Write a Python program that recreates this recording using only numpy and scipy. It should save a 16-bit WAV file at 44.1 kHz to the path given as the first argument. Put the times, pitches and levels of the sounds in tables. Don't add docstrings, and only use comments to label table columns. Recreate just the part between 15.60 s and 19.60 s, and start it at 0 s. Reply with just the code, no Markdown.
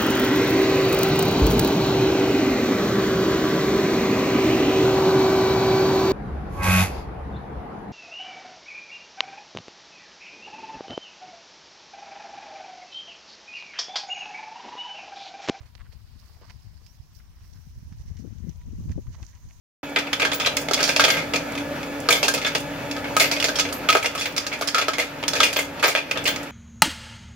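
import sys
import numpy as np
from scipy import signal
from scipy.io import wavfile
from scipy.ndimage import uniform_filter1d

SR = 44100
rng = np.random.default_rng(int(sys.argv[2]) if len(sys.argv) > 2 else 0)


def unload_wav(signal):
    wavfile.write(
        sys.argv[1],
        SR,
        np.round(np.clip(np.atleast_2d(signal).T, -1, 1) * 32767).astype(np.int16),
    )


N = 176400
TIME = np.arange(N) / SR


def hooves():
    # peak in seconds, level in dB, fade in seconds,
    # pitch in Hz.
    squelches = [(0.018, -66, 0.072, 1090), (0.03, -70, 0.044, 1800), (0.182, -62, 0.0098, 1950),
                 (0.204, -52, 0.013, 1420), (0.259, -60.5, 0.013, 1450), (0.323, -59.5, 0.0065, 1800),
                 (0.645, -63, 0.028, 1270), (0.838, -62, 0.018, 1030), (0.892, -57, 0.018, 1080),
                 (0.899, -49.5, 0.0069, 1800), (1.603, -57, 0.0064, 1440), (1.81, -68.5, 0.08, 1440),
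                 (1.964, -61.5, 0.012, 1360), (2.325, -60, 0.0078, 1380), (2.571, -61, 0.0042, 1720),
                 (2.91, -62.5, 0.0063, 2670), (2.927, -72, 0.0082, 1950), (3.013, -64, 0.0078, 1880),
                 (3.295, -53, 0.0024, 1320), (3.316, -53.5, 0.0082, 1760), (3.469, -56, 0.005, 1300),
                 (3.547, -53.5, 0.0092, 1150), (3.63, -49.5, 0.0036, 2200), (3.745, -62, 0.018, 1770),
                 (3.906, -59.5, 0.011, 1950)]
    # peak in seconds, level in dB, fade in seconds, pitch in Hz.
    thuds = [(0.012, -60, 0.04, 636), (0.332, -57.5, 0.0052, 483), (0.703, -63, 0.014, 710),
             (0.765, -64.5, 0.053, 650), (0.818, -51.5, 0.0094, 445), (0.836, -58, 0.016, 700),
             (0.905, -64, 0.019, 580), (1.219, -62.5, .006, 400), (3.596, -56, 0.021, 560),
             (3.635, -51.5, 0.0054, 1150), (3.623, -48.5, 0.0095, 209)]
    herd_hollows = [778, 1150, 1490, 1950]
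    herd_db, herd_swing_db, hollow_ratio = -85.5, 5.5, 1.35
    pops = grains(1100, spread_db=3, alike=0.65)
    spray = from_db(-3) * rms_one(band(pops, 600, 3200))
    out = np.zeros((2, N))
    for hz in herd_hollows:
        patter = rms_one(band(pops, hz / 1.154, hz * 1.08))
        out += from_db(herd_db + herd_swing_db * drift(7.9)) * patter
    for s, db, fade, hz in squelches:
        near = around(s)
        hollow = rms_one(band(pops[:, near], hz / hollow_ratio, hz * hollow_ratio))
        out[:, near] += from_db(db) * burst(hollow + spray[:, near], swell(s, fade, near))
    for s, db, fade, hz in thuds:
        near = around(s)
        turf = band(pops[:, near], hz / 2.16, hz * 1.78)
        out[:, near] += from_db(db) * burst(turf, swell(s, fade, near))
    return out * pan(-4)


def twig():
    # start in seconds, level in dB before filtering.
    cracks = [(0.1523, -16), (0.1563, -21)]
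    low_hz, high_hz = 260, 5900
    clicks = np.zeros(N)
    for s, db in cracks:
        clicks[int(s * SR)] = from_db(db)
    wood = band(clicks, low_hz, high_hz)
    return band(wood, low_hz / 2, high_hz) * pan(-32)


def stalks():
    # start in seconds, level
    # in dB before filtering, decay in seconds, # low edge in Hz, left over right in dB.
    snaps = [(0.021, -51, 0.0035, 2000, -11), (0.174, -53, 0.0032, 2000, -15),
             (0.326, -57, 0.0065, 2500, -15), (0.819, -50, 0.0028, 600, -11),
             (0.852, -50, 0.0026, 3500, -18), (0.8968, -41.5, .003, 1290, -21),
             (0.903, -45.5, 0.0065, 4000, -28), (0.908, -47, 0.002, 1500, -21),
             (1.2639, -40.5, 0.0058, 2420, -11), (1.549, -45.5, 0.0076, 4720, -20),
             (1.563, -48, 0.0071, 4630, -19), (1.585, -49.5, 0.005, 4330, -18),
             (1.933, -44.5, 0.0047, 3500, -20), (2.325, -50, 0.0046, 1200, -6),
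             (2.569, -47.5, 0.0062, 2000, -7), (2.784, -49, 0.0018, 3000, -14),
             (2.893, -44.5, 0.0065, 2800, -19), (2.959, -51.5, 0.0023, 3000, -16),
             (3.317, -44.5, 0.0067, 1700, -14), (3.628, -40.5, 0.0015, 1300, -4),
             (3.65, -47, 0.0023, 4000, -14), (3.6652, -39.5, 0.0018, 4830, -22),
             (3.75, -49.5, 0.004, 3500, -14)]
    high_hz, crack_strength, sizzle_db = 6700, 1.3, -24
    lowpass = signal.butter(6, high_hz, fs=SR, output="sos")
    fibres = grains(9200, spread_db=5.5, alike=1.0)
    age = np.arange(SR // 10) / SR
    out = np.zeros((2, N))
    for s, db, decay, low_hz, side_db in snaps:
        near = slice(int(s * SR), int(s * SR) + len(age))
        tear = burst(fibres[:, near], np.exp(-np.minimum(age / decay, 40)))
        snap = tear + crack_strength * (age == 0)
        body = signal.sosfilt(lowpass, band(snap, low_hz, 2 * high_hz))
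        out[:, near] += from_db(db) * pan(side_db) * (body + from_db(sizzle_db) * snap)
    return out


def grass():
    # peak in seconds, level in dB, fade in seconds, tilt in dB per octave.
    swishes = [(0.063, -58.5, 0.012, -4.5), (0.331, -57.5, 0.013, -2.5), (0.595, -58, 0.015, -1),
               (0.666, -64, 0.068, 2), (0.854, -63, 0.077, -5), (1.039, -62, 0.021, -1),
               (1.172, -60, 0.0076, -6), (1.282, -67, 0.084, 5), (1.566, -61.5, 0.032, 10),
               (1.855, -62, 0.039, 3), (1.98, -65.5, 0.15, 3.5), (2.395, -59.5, 0.024, -1.5),
               (2.483, -61, 0.028, -5), (2.596, -58.5, 0.015, -2.5), (2.884, -70, 0.077, 11),
               (3.215, -67.5, 0.066, 4.5), (3.311, -62, 0.025, -1), (3.534, -58.5, 0.023, -6.5),
               (3.634, -63, 0.047, -0.5), (3.689, -59, 0.021, -5.5), (3.889, -60.5, 0.0046, -6.5)]
    # frequency in Hz, relative spectral density in dB.
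    spectrum = [(1500, -4), (3000, -7), (5000, 2.5), (6300, -5.5), (8000, -3), (11000, -14.5), (14000, 5.5),
                (16000, -20.5)]
    rustle_db, rustle_swing_db = -73, 2
    flicks = [grains(2400, spread_db=2.5, alike=.3) for _ in range(2)]
    edges = np.geomspace(1400, 17000, 11)
    hz = np.sqrt(edges[1:] * edges[:-1])
    colour = from_db(at_hz(spectrum, hz)) ** 2 * np.diff(edges)
    rustle = from_db(rustle_db + rustle_swing_db * drift(2.4))
    power = np.outer(colour / colour.sum(), rustle ** 2)
    for s, db, fade, tilt_db in swishes:
        near = around(s)
        tilted = colour * from_db(tilt_db * np.log2(hz)) ** 2
        swish = from_db(db) * swell(s, fade, near)
        power[:, near] += np.outer(tilted / tilted.sum(), swish ** 2)
    out = np.zeros((2, N))
    for k, band_power in enumerate(power):
        out += np.sqrt(band_power) * rms_one(band(flicks[k % 2], edges[k], edges[k + 1]))
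    return out * pan(-21.5)


def wind():
    # time in seconds, level in dB.
    left_gusts = [(0, -49.5), (0.38, -41), (0.6, -46), (0.85, -47), (1.05, -41.5), (1.33, -50.5),
                  (1.72, -49), (1.92, -43), (2.32, -45), (2.5, -36), (2.75, -37), (2.85, -33), (2.97, -37),
                  (3.15, -33.5), (3.35, -29.5), (3.5, -39), (3.8, -46), (4.0, -45)]
    right_gusts = [(0.08, -59), (0.68, -55), (0.8, -52), (1.0, -56.5), (1.7, -55), (1.83, -46), (2.0, -55),
                   (2.15, -40.5), (2.48, -39.5), (2.63, -57), (2.75, -62), (2.88, -48), (3.0, -48),
                   (3.3, -29), (3.44, -39), (3.6, -44), (3.72, -52), (3.87, -44), (4.0, -57)]
    return np.array([wind_on_port(left_gusts), wind_on_port(right_gusts)])


def wind_on_port(gusts):
    # frequency in Hz, relative spectral density in dB.
    spectrum = [(22, -2), (40, 2), (60, 6), (85, 7.5), (120, -7.5), (160, -13), (250, -39), (320, -50),
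                (450, -63), (800, -56.5)]
    breeze_db, flutter_db, lumps_db = -44, 2.4, 3.2
    brightening = .55
    level_db = in_time(gusts)[0] + flutter_db * drift(20.0)
    tilt_db = brightening * np.maximum(level_db - breeze_db, 0)
    white = rng.standard_normal((2, N))
    edges = 20 * 2 ** np.arange(0, 5.6, .5)
    rumble, power = 0, 0
    for k, (low, high) in enumerate(zip(edges, edges[1:])):
        hz = np.sqrt(low * high)
        octaves = np.clip(np.log2(hz / 70), -1, 2.3)
        gain = from_db(at_hz(spectrum, hz) + tilt_db * octaves + 1.8 * drift(23.0)) * np.sqrt(high - low)
        rumble += gain * rms_one(band(white[k % 2], low, high))
        power += gain ** 2
    lumpy = rumble / np.sqrt(power) * from_db(lumps_db * drift(26.7))
    running_rms = np.sqrt(uniform_filter1d(lumpy ** 2, size=SR // 10) + 1e-6)
    return from_db(level_db) * lumpy / running_rms


def eddies():
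    # peak in seconds, level in dB, pitch in Hz, left over right in dB.
    buffets = [(0.01, -32.5, 70.5, -14), (0.213, -31.5, 65, 31), (0.357, -34.5, 97, 29),
               (0.557, -39.5, 151, 24), (1.404, -33.5, 90, -15), (1.57, -37.5, 87, 19),
               (1.957, -38.5, 140, 27), (2.072, -35, 166, 20), (2.227, -35, 153, -15),
               (2.319, -32, 134, -16), (2.456, -38, 146, 13), (2.598, -32, 280, 32), (2.627, -33, 197, 30),
               (2.646, -31.5, 313, 36), (2.661, -36.5, 281, 32), (2.677, -36, 255, 35),
               (2.727, -37.5, 246, 34), (2.807, -32.5, 187, 35), (2.841, -28.5, 200, 20),
               (2.856, -38.5, 242, 30), (2.873, -31, 260, 31), (2.888, -25, 209, 32), (2.893, -34, 250, 31),
               (3.085, -36, 222, 28), (3.131, -33.5, 237, 30), (3.186, -31.5, 218, 18),
               (3.209, -30.5, 185, 7), (3.252, -29, 187, -23), (3.304, -29, 232, -4),
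               (3.36, -21.5, 160, 29), (3.381, -26, 382, 40), (3.396, -33, 274, 30)]
    fade_s, below, above = 0.0057, 1.87, 1.013
    white = rng.standard_normal((2, N))
    out = np.zeros((2, N))
    for s, db, hz, side_db in buffets:
        near = around(s)
        noise = band(white[:, near], hz / below, hz * above)
        dark = band(noise, hz / below ** 2, hz * above * 1.75)
        envelope = swell(s, fade_s, near)
        out[:, near] += from_db(db) * pan(side_db) * [burst(port, envelope) for port in dark]
    return out


def bird():
    # time in seconds, pitch in Hz, level in dB.
    chirp = [(1.2, 3750, -78), (1.255, 5000, -68), (1.305, 5600, -64.5), (1.32, 5900, -69),
             (1.345, 6500, -66), (1.365, 6750, -80)]
    waver_hz = 95
    hz, db = in_time(chirp)
    sounding = (TIME > chirp[0][0]) & (TIME < chirp[-1][0])
    phase = 2 * np.pi * np.cumsum(hz + waver_hz * drift(176)) / SR
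    return from_db(db) * sounding * np.sin(phase) * pan(-18)


def port_tone():
    # time in seconds, level in dB.
    levels = [(0, -81.5), (2.9, -82.5), (3.03, -69), (3.2, -84), (3.55, -71), (4, -77)]
    hz, width_hz = 969, 24
    tone = rms_one(band(rng.standard_normal(N), hz - width_hz / 2, hz + width_hz / 2))
    return tone * from_db(in_time(levels)[0]) * pan(-29)


def wetland(patchy_db):
    # frequency in Hz, relative spectral density in dB.
    spectrum = [(150, 22), (400, 3.5), (900, 7.5), (1500, 6), (3000, 4), (4500, 2), (6500, 0), (9000, -5.5),
                (12000, -7), (15500, -3)]
    # frequency in Hz, correlation of left and right.
    likeness = [(150, 0.077), (600, 0.63), (1400, 0.2), (3000, 0.059), (7000, 0.026)]
    # frequency in Hz, left over right in dB.
    balance = [(200, -9.5), (700, 1), (1400, 0.5), (3000, 2.5), (8000, 0), (14000, -3.5)]
    # time in seconds, level in dB.
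    levels = [(0, -63.5), (.75, -62), (1.45, -64), (2.2, -63.5), (3.1, -63.5), (4, -62.5)]
    white = rng.standard_normal((2, 2, N))
    edges = np.geomspace(140, 17000, 18)
    sides = np.array([[1], [-1]])
    out = np.zeros((2, N))
    for k, (low, high) in enumerate(zip(edges, edges[1:])):
        mid, side = band(white[k % 2], low, high)
        hz = np.sqrt(low * high)
        alike = at_hz(likeness, hz)
        gain = from_db(at_hz(spectrum, hz) + patchy_db * drift(35) + sides * at_hz(balance, hz) / 2)
        out += gain * (np.sqrt(1 + alike) * mid + np.sqrt(1 - alike) * side * sides)
    return rms_one(out) * from_db(in_time(levels)[0])


def port_ring(x, ring_width_hz=940, block=256):
    # time in seconds, centre in Hz, boost in dB.
    glide = [(0, 4400, 3.5), (.5, 4640, 9), (1.3, 5170, 9.5), (2.2, 5800, 10), (3, 6230, 13),
             (3.9, 6330, 15.5)]
    # centre in Hz, width in Hz, boost in dB.
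    modes = [(990, 150, 3), (1350, 250, -3), (1900, 300, 2.5), (2900, 250, 2), (3500, 500, -2),
             (7500, 1400, -4), (14300, 1800, 2.5)]
    hz, boost_db = in_time(glide)
    ring, state = np.zeros(N), np.zeros(2)
    for i in range(0, N, block):
        b, a = resonance(hz[i], ring_width_hz)
        ring[i:i + block], state = signal.lfilter(b, a, x[i:i + block], zi=state)
    x = x + (from_db(boost_db) - 1) * ring
    for mode_hz, width_hz, db in modes:
        x = x + (from_db(db) - 1) * signal.lfilter(*resonance(mode_hz, width_hz), x)
    return x


def grains(per_s, spread_db, alike):
    sizes = from_db(spread_db * np.minimum(rng.exponential(1, N), 4))
    struck = rng.random(N) < per_s / SR
    shared = np.sqrt(alike) * rng.choice([-1, 1], N)
    separate = np.sqrt(1 - alike) * rng.choice([-1, 1], (2, N))
    return rms_one(sizes * struck * (shared + separate))


def swell(s, fade, near, rise_share=0.59):
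    age = (TIME[near] - s) / fade
    skewed = np.where(age < 0, age / rise_share, age)
    return np.exp(-.5 * np.minimum(skewed ** 2, 100))


def burst(noise, envelope):
    x = noise * envelope
    return x * np.sqrt(np.mean(envelope ** 2) / (np.mean(x ** 2) + 1e-20))


def drift(rate_hz, step=40):
    pole = np.exp(-2 * np.pi * rate_hz * step / SR)
    white = rng.standard_normal(N // step + 2002)
    slow = signal.lfilter([1], [1, -2 * pole, pole * pole], white)[2000:]
    return np.interp(np.arange(N) / step, np.arange(len(slow)), rms_one(slow))


def band(x, low_hz, high_hz):
    sos = signal.butter(2, [low_hz, min(high_hz, SR * 9 / 20)], "band", fs=SR, output="sos")
    return signal.sosfilt(sos, x + 1e-18)


def resonance(hz, width_hz):
    r = np.exp(-np.pi * width_hz / SR)
    return np.array([1, 0, -1]) * (1 - r * r) / 2, [1, -2 * r * np.cos(2 * np.pi * hz / SR), r * r]


def around(s):
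    return slice(max(int((s - .2) * SR), 0), int((s + .2) * SR))


def in_time(rows):
    s, *columns = np.transpose(rows)
    return [np.interp(TIME, s, column) for column in columns]


def at_hz(rows, hz):
    row_hz, values = np.transpose(rows)
    return np.interp(np.log(hz), np.log(row_hz), values)


def pan(db):
    return from_db([[min(db, 0)], [min(-db, 0)]])


def from_db(db):
    return 10 ** (np.asarray(db) / 20)


def rms_one(x):
    return x / np.sqrt(np.mean(x ** 2) + 1e-20)


def scene():
    buffeting = wind() + eddies()
    herd = hooves() + twig() + stalks() + grass()
    distance = wetland(patchy_db=2.12) + bird()
    return buffeting + herd + distance + port_tone()


def record(dry):
    cutoff_hz = 15800
    coloured = np.array([dry[0], port_ring(dry[1])])
    return signal.sosfilt(signal.ellip(12, .1, 70, cutoff_hz, fs=SR, output="sos"), coloured)


dry = scene()
out = record(dry)
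unload_wav(out)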